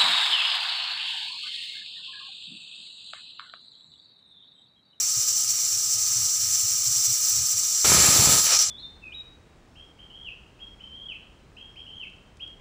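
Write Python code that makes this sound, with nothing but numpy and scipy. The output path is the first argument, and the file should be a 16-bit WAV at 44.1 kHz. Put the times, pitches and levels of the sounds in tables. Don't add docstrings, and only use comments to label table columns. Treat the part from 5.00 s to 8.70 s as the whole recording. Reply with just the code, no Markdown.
import sys
import numpy as np
from scipy import signal
from scipy.fft import rfft, irfft
from scipy.io import wavfile
from scipy.ndimage import uniform_filter1d

SR = 44100
rng = np.random.default_rng(int(sys.argv[2]) if len(sys.argv) > 2 else 0)


def to_linear_factor(level_db):
    exponent = np.asarray(level_db, float) / 20
    return 10 ** exponent


def store_pcm(level_fs):
    pcm = np.round(np.clip(level_fs, -1, 1) * 32767).astype(np.int16)
    wavfile.write(sys.argv[1], SR, np.atleast_2d(pcm).T)


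N = 163170
T = np.arange(N) / SR
F = np.maximum(np.fft.rfftfreq(N, 1 / SR), 1)

# freq_hz, level_db
FLAME_COLOUR = [(15, -45), (25, -7), (43, -19), (97, -1.5), (281, -15), (389, -15.5), (500, -9.5),
                (650, -17), (1100, -120)]
# freq_hz, level_db
PUFF_COLOUR = [(35, -25), (60, -24), (80, 4.5), (120, 7.5), (155, -15.5), (200, -9), (245, -27), (500, -39)]
# start_s, length_s, level_db
PUFFS = [(0, 0.057, -53), (0.173, 0.021, -34), (0.43, 0.14, -47), (0.62, 0.035, -53), (0.712, 0.1, -47.5),
         (0.84, 0.068, -49), (0.938, 0.055, -41.5), (1.06, 0.086, -45), (1.0, .05, -50),
         (1.156, 0.043, -36.5), (1.196, 0.086, -41), (1.3, 0.06, -53), (1.37, 0.23, -43),
         (1.626, 0.036, -39.5), (1.713, 0.052, -41.5), (1.785, 0.057, -45), (1.865, 0.061, -38.5),
         (1.96, 0.062, -42), (2.072, .055, -36), (2.308, 0.17, -37.5), (2.517, 0.1, -44.5),
         (2.77, 0.045, -61), (2.926, 0.029, -35), (2.936, 0.014, -29), (2.989, 0.023, -30),
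         (3.082, 0.028, -42), (3.191, 0.031, -24.5), (3.275, 0.027, -29), (3.535, 0.066, -45),
         (3.667, .04, -44)]
# time_s, level_db, treble_db
LEAK_FLOW = [(0, -25, 2.5), (.07, -24.5, 1), (.3, -24, 1.5), (.75, -25, 1.5), (1.28, -23.5, 1),
             (1.36, -25.5, 2), (1.55, -23, 2.5), (1.75, -25, 2), (2.05, -22.5, 2.5), (2.2, -24.5, 3.5),
             (2.36, -22.5, 3.5), (2.41, -25, -1), (2.46, -23, 3), (2.54, -24.5, 2), (2.8, -23.5, 0.5),
             (3.45, -25, 5.5), (3.6, -21, -6), (3.7, -32, -9)]
# freq_hz, level_db
LEAK_COLOUR = [(200, -44), (400, -42.5), (1050, -31), (3500, -21), (5000, -12.5), (5600, -4), (8000, -7.5),
               (8600, -14.5), (13700, -28.5)]
# time_s, hiss_db
SETTLE = [
    (3.41, -42),
    (3.44, -32),
    (3.46, -27),
    (3.485, -28),
    (3.525, -23),
    (3.572, -28),
    (3.582, -38),
    (3.6, -31),
    (3.66, -40),
]
# freq_hz, level_db
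HISS_COLOUR = [(260, -37), (450, -17.5), (1200, -12), (3900, -9), (5600, -9), (7800, -18), (9000, -12),
               (13700, -39)]
# start_s, length_s, level_db
SPURTS = [(3.456, .012, -29), (3.498, .008, -26), (3.512, .012, -26), (3.529, .006, -21),
          (3.546, .006, -21), (3.566, .007, -24), (3.587, .008, -18), (3.599, .02, -21), (3.621, .009, -22),
          (3.634, .007, -26), (3.645, .006, -31)]
# freq_hz, level_db
SPURT_COLOUR = [(600, -46), (2500, -20), (4200, -13.5), (5700, 4), (6300, -4), (7600, -17), (9000, -15),
                (13700, -26)]
# time_s, jet_db, roar_db
LIFT = [
    (2.841, -58, -66),
    (2.846, -22, -22),
    (2.86, -18.5, -26),
    (2.93, -18.5, -26.5),
    (2.97, -18, -25),
    (3.14, -18.5, -27),
    (3.28, -18.5, -27),
    (3.396, -18.5, -29.5),
    (3.415, -24, -40.5),
    (3.7, -29.5, -60),
]
# freq_hz, level_db
JET_COLOUR = [(2000, -25), (3000, -12.5), (4200, -7), (6000, -4), (7800, -1), (8700, -10), (11500, -10.5),
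              (13700, -26)]
# freq_hz, level_db
ROAR_COLOUR = [(30, -39), (65, 1), (90, -2.5), (250, -7.5), (600, -11), (2000, -9), (4000, -13),
               (6000, -20)]
# time_s, depth_db
GUSTS = [(2.924, -23), (2.951, -22), (3.004, -27), (3.09, -19), (3.196, -22), (3.226, -27), (3.259, -25),
         (3.275, -18), (3.296, -20), (3.341, -27)]
# time_s, peak_db
POPS = [(2.851, -19), (2.855, -19), (2.9, -18), (2.92, -7), (2.948, -13), (3.0, -17), (3.082, -17),
        (3.086, -17), (3.108, -18), (3.199, -17), (3.224, -18), (3.259, -18), (3.273, -13), (3.294, -17),
        (3.321, -17), (3.342, -17)]
# freq_hz, width_hz, boost_db (negative is a gap)
RINGS = [(540, 23, -1), (883, 82, 6.5), (740, 71, -2.5), (1090, 95, -7), (1660, 120, 1.5), (4185, 150, 4.5),
         (5080, 136, 8), (5280, 70, -10), (6055, 51, 11), (6660, 300, -3), (7510, 460, 6),
         (8100, 140, -5.5), (8680, 190, -10), (12230, 440, -8), (13300, 410, 5), (14100, 250, 0),
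         (14860, 900, 10.5), (15330, 480, 14.5),
         (1800, 200, -5), (2630, 70, -8), (2230, 120, -4), (3350, 100, -8), (3980, 90, -6),
                (4470, 70, 4), (4950, 70, -6), (5540, 90, 5), (5710, 60, 4), (5870, 60, 3), (6200, 60, 4),
                (6385, 60, 4), (7130, 80, 3), (7300, 70, 3)]
# delay_s, level_db
MIRRORS = [
    (.00265, -47),
    (.00375, -25),
    (.0057, -22.5),
]

FLAME_DB, PUFF_DB = -59, -5.0
FLUTTER_DB, QUICK_DB, OWN_DB, PATCHY_DB = .25, 1.0, .9, 1.8
TREBLE_HZ, TREBLE_FLUTTER_RATIO = 9330, 1.6
TOP_HZ, TOP_SLOPE_HZ, LOW_CUT_HZ = 15475, 170, 25
LID_HZ, LID_WIDTH_HZ = 1258, 105
LID_LEAK_DB, LID_ROAR_DB, LID_SETTLE_DB = -29.5, -10, -14.5
SPURT_ATTACK_S, SPURT_RELEASE_S = .002, .004
GUST_WIDTH_S = .0019
POP_WIDTH_S, POP_RECOIL_S, POPS_PER_S, SMALL_POP_DB = .00015, .002, 130, 3.0
JET_DULLS_S, JET_DULL_TIME_S, JET_DULL_DB = 3.45, 0.078, -8
CATCH_S, CATCH_WIDTH_S, CATCH_DB = 3.58, .004, -5
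ECHO_DB, ECHO_T60_S = -13, .09


def unit(x):
    return x / np.sqrt(np.mean(x ** 2))


def curve(table, column):
    return np.interp(T, [r[0] for r in table], [r[column] for r in table], left=-120)


def bell(centre_s, width_s, t=T):
    return np.exp(-.5 * ((t - centre_s) / width_s) ** 2)


def resonance(hz, width_hz):
    return 1 / (1 + (2 * (F - hz) / width_hz) ** 2)


def walk(rate_hz):
    hold = int(SR / rate_hz)
    x = np.repeat(rng.standard_normal(N // 20), hold)[:N + hold]
    x = uniform_filter1d(uniform_filter1d(x, hold), hold)[:N]
    return unit(x - uniform_filter1d(x, size=5 * hold))


def turbulence(colour, shake, ring=0.85, treble_db=0):
    c = np.array(colour)
    colour_db = np.interp(np.log(F), np.log(c[:, 0]), c[:, 1], left=-90)
    ring_db = sum(boost_db * resonance(hz, width_hz) for hz, width_hz, boost_db in RINGS)
    noise = rfft(rng.standard_normal(N)) * to_linear_factor(colour_db + ring * ring_db) * (F < TOP_HZ + TOP_SLOPE_HZ)
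    noise = noise / np.sqrt(np.mean(irfft(noise, N) ** 2))
    shared_db = FLUTTER_DB * walk(34) + QUICK_DB * walk(55)
    out = 0
    for step in range(20):
        place = np.clip(2 * np.log2(F / 25) - step, -1, 1)
        band = irfft(noise * np.cos(place * np.pi / 2) ** 2, N)
        high = 25 * 2 ** (step / 2) > TREBLE_HZ
        flutter_db = (TREBLE_FLUTTER_RATIO if high else 1) * shared_db + OWN_DB * walk(45)
        if step < 14:
            flutter_db = flutter_db + PATCHY_DB * walk(9)
        tilt_db = max(step - 16, 0) / 2 * treble_db
        out = out + band * to_linear_factor(shake * flutter_db + tilt_db)
    return out


def flame():
    gust = turbulence(PUFF_COLOUR, 0, ring=0)
    gust = unit(gust / (0.79 + uniform_filter1d(np.abs(gust), size=SR // 60)))
    gust = gust * to_linear_factor(1.2 * walk(30))
    swell = 0
    for start_s, length_s, db in PUFFS:
        phase = np.clip((T - start_s + 0.0093) / (length_s + 0.018), 0, 1)
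        swell = swell + to_linear_factor(db) * np.sin(np.pi * phase)
    return turbulence(FLAME_COLOUR, 1.0, ring=0) * to_linear_factor(FLAME_DB) + to_linear_factor(PUFF_DB) * swell * gust


def lid():
    mode = unit(irfft(rfft(rng.standard_normal(N)) * resonance(LID_HZ, LID_WIDTH_HZ), N))
    mode = unit(mode / (1 + uniform_filter1d(np.abs(mode), size=SR // 30)))
    drive = to_linear_factor(LID_LEAK_DB + curve(LEAK_FLOW, column=1)) + to_linear_factor(LID_ROAR_DB + curve(LIFT, column=2))
    drive = drive + to_linear_factor(LID_SETTLE_DB + curve(SETTLE + [(5.8, -120)], column=1))
    return mode * to_linear_factor(0.33 * walk(21)) * drive


def gusts():
    out = 0
    for time_s, db in GUSTS:
        dip = ((T - time_s) / GUST_WIDTH_S) ** 2 - 1
        out = out + to_linear_factor(db) * dip * bell(time_s, GUST_WIDTH_S)
    return out


def pops():
    chance = rng.random((2, N))
    size = np.minimum(-np.log(chance[1]), 2)
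    train = (chance[0] < POPS_PER_S / SR) * size * to_linear_factor(SMALL_POP_DB + curve(LIFT, column=2))
    for time_s, db in POPS:
        train[int(time_s * SR)] += to_linear_factor(db)
    t = T[:SR // 25] - .02
    recoil = bell(0, POP_RECOIL_S, t) * POP_WIDTH_S / POP_RECOIL_S
    return signal.fftconvolve(train, bell(0, POP_WIDTH_S, t) - recoil, mode="same")


def sputter():
    gate = 0
    for start_s, length_s, db in SPURTS:
        attack = np.clip((T - start_s) / SPURT_ATTACK_S, 0, 1)
        release = np.exp(-np.maximum(T - start_s - length_s, 0) / SPURT_RELEASE_S)
        gate = gate + to_linear_factor(db) * attack * release
    hiss = turbulence(HISS_COLOUR, 0.11, ring=0.89) * to_linear_factor(curve(SETTLE + [(11.0, -120)], column=1))
    return hiss + turbulence(SPURT_COLOUR, 0.44, ring=0.56) * gate


def blast():
    dull_db = JET_DULL_DB * np.clip((T - JET_DULLS_S) / JET_DULL_TIME_S, 0, 1)
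    jet = turbulence(JET_COLOUR, 0.61, ring=0.88, treble_db=dull_db) * to_linear_factor(curve(LIFT, column=1))
    roar = turbulence(ROAR_COLOUR, 0.53, ring=0.18) * to_linear_factor(curve(LIFT, column=2))
    return jet + roar


def leak():
    jet = turbulence(LEAK_COLOUR, 0.75, treble_db=curve(LEAK_FLOW, column=2))
    return jet * to_linear_factor(curve(LEAK_FLOW, column=1))


def tiles(x):
    t = T[:SR // 4]
    decay = np.exp(-np.log(1000) * t / ECHO_T60_S)
    tail = unit(rng.standard_normal(len(t)) * decay) / np.sqrt(len(t))
    ripple = 1 + sum(to_linear_factor(db) * np.exp(-2j * np.pi * F * delay_s) for delay_s, db in MIRRORS)
    near = irfft(rfft(x) * ripple, N)
    return near + to_linear_factor(ECHO_DB) * signal.fftconvolve(x, tail)[:N]


def scene():
    catch = to_linear_factor(CATCH_DB * bell(CATCH_S, CATCH_WIDTH_S))
    steam = tiles(catch * (leak() + blast() + sputter()))
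    mono = steam + lid() + pops() + gusts() + flame()
    return np.array([mono, mono])


def top_cut(x):
    return signal.sosfilt(signal.butter(12, 16880, fs=SR, output="sos"), x)


def record(dry):
    top_db = -95 * np.clip((F - TOP_HZ) / TOP_SLOPE_HZ, 0, 1.4) ** 1.3
    low_cut = 1 / (1 + (LOW_CUT_HZ / F) ** 2)
    mix = irfft(rfft(dry) * to_linear_factor(top_db) * low_cut, N)
    return top_cut(mix)


dry = scene()
out = record(dry)
store_pcm(out)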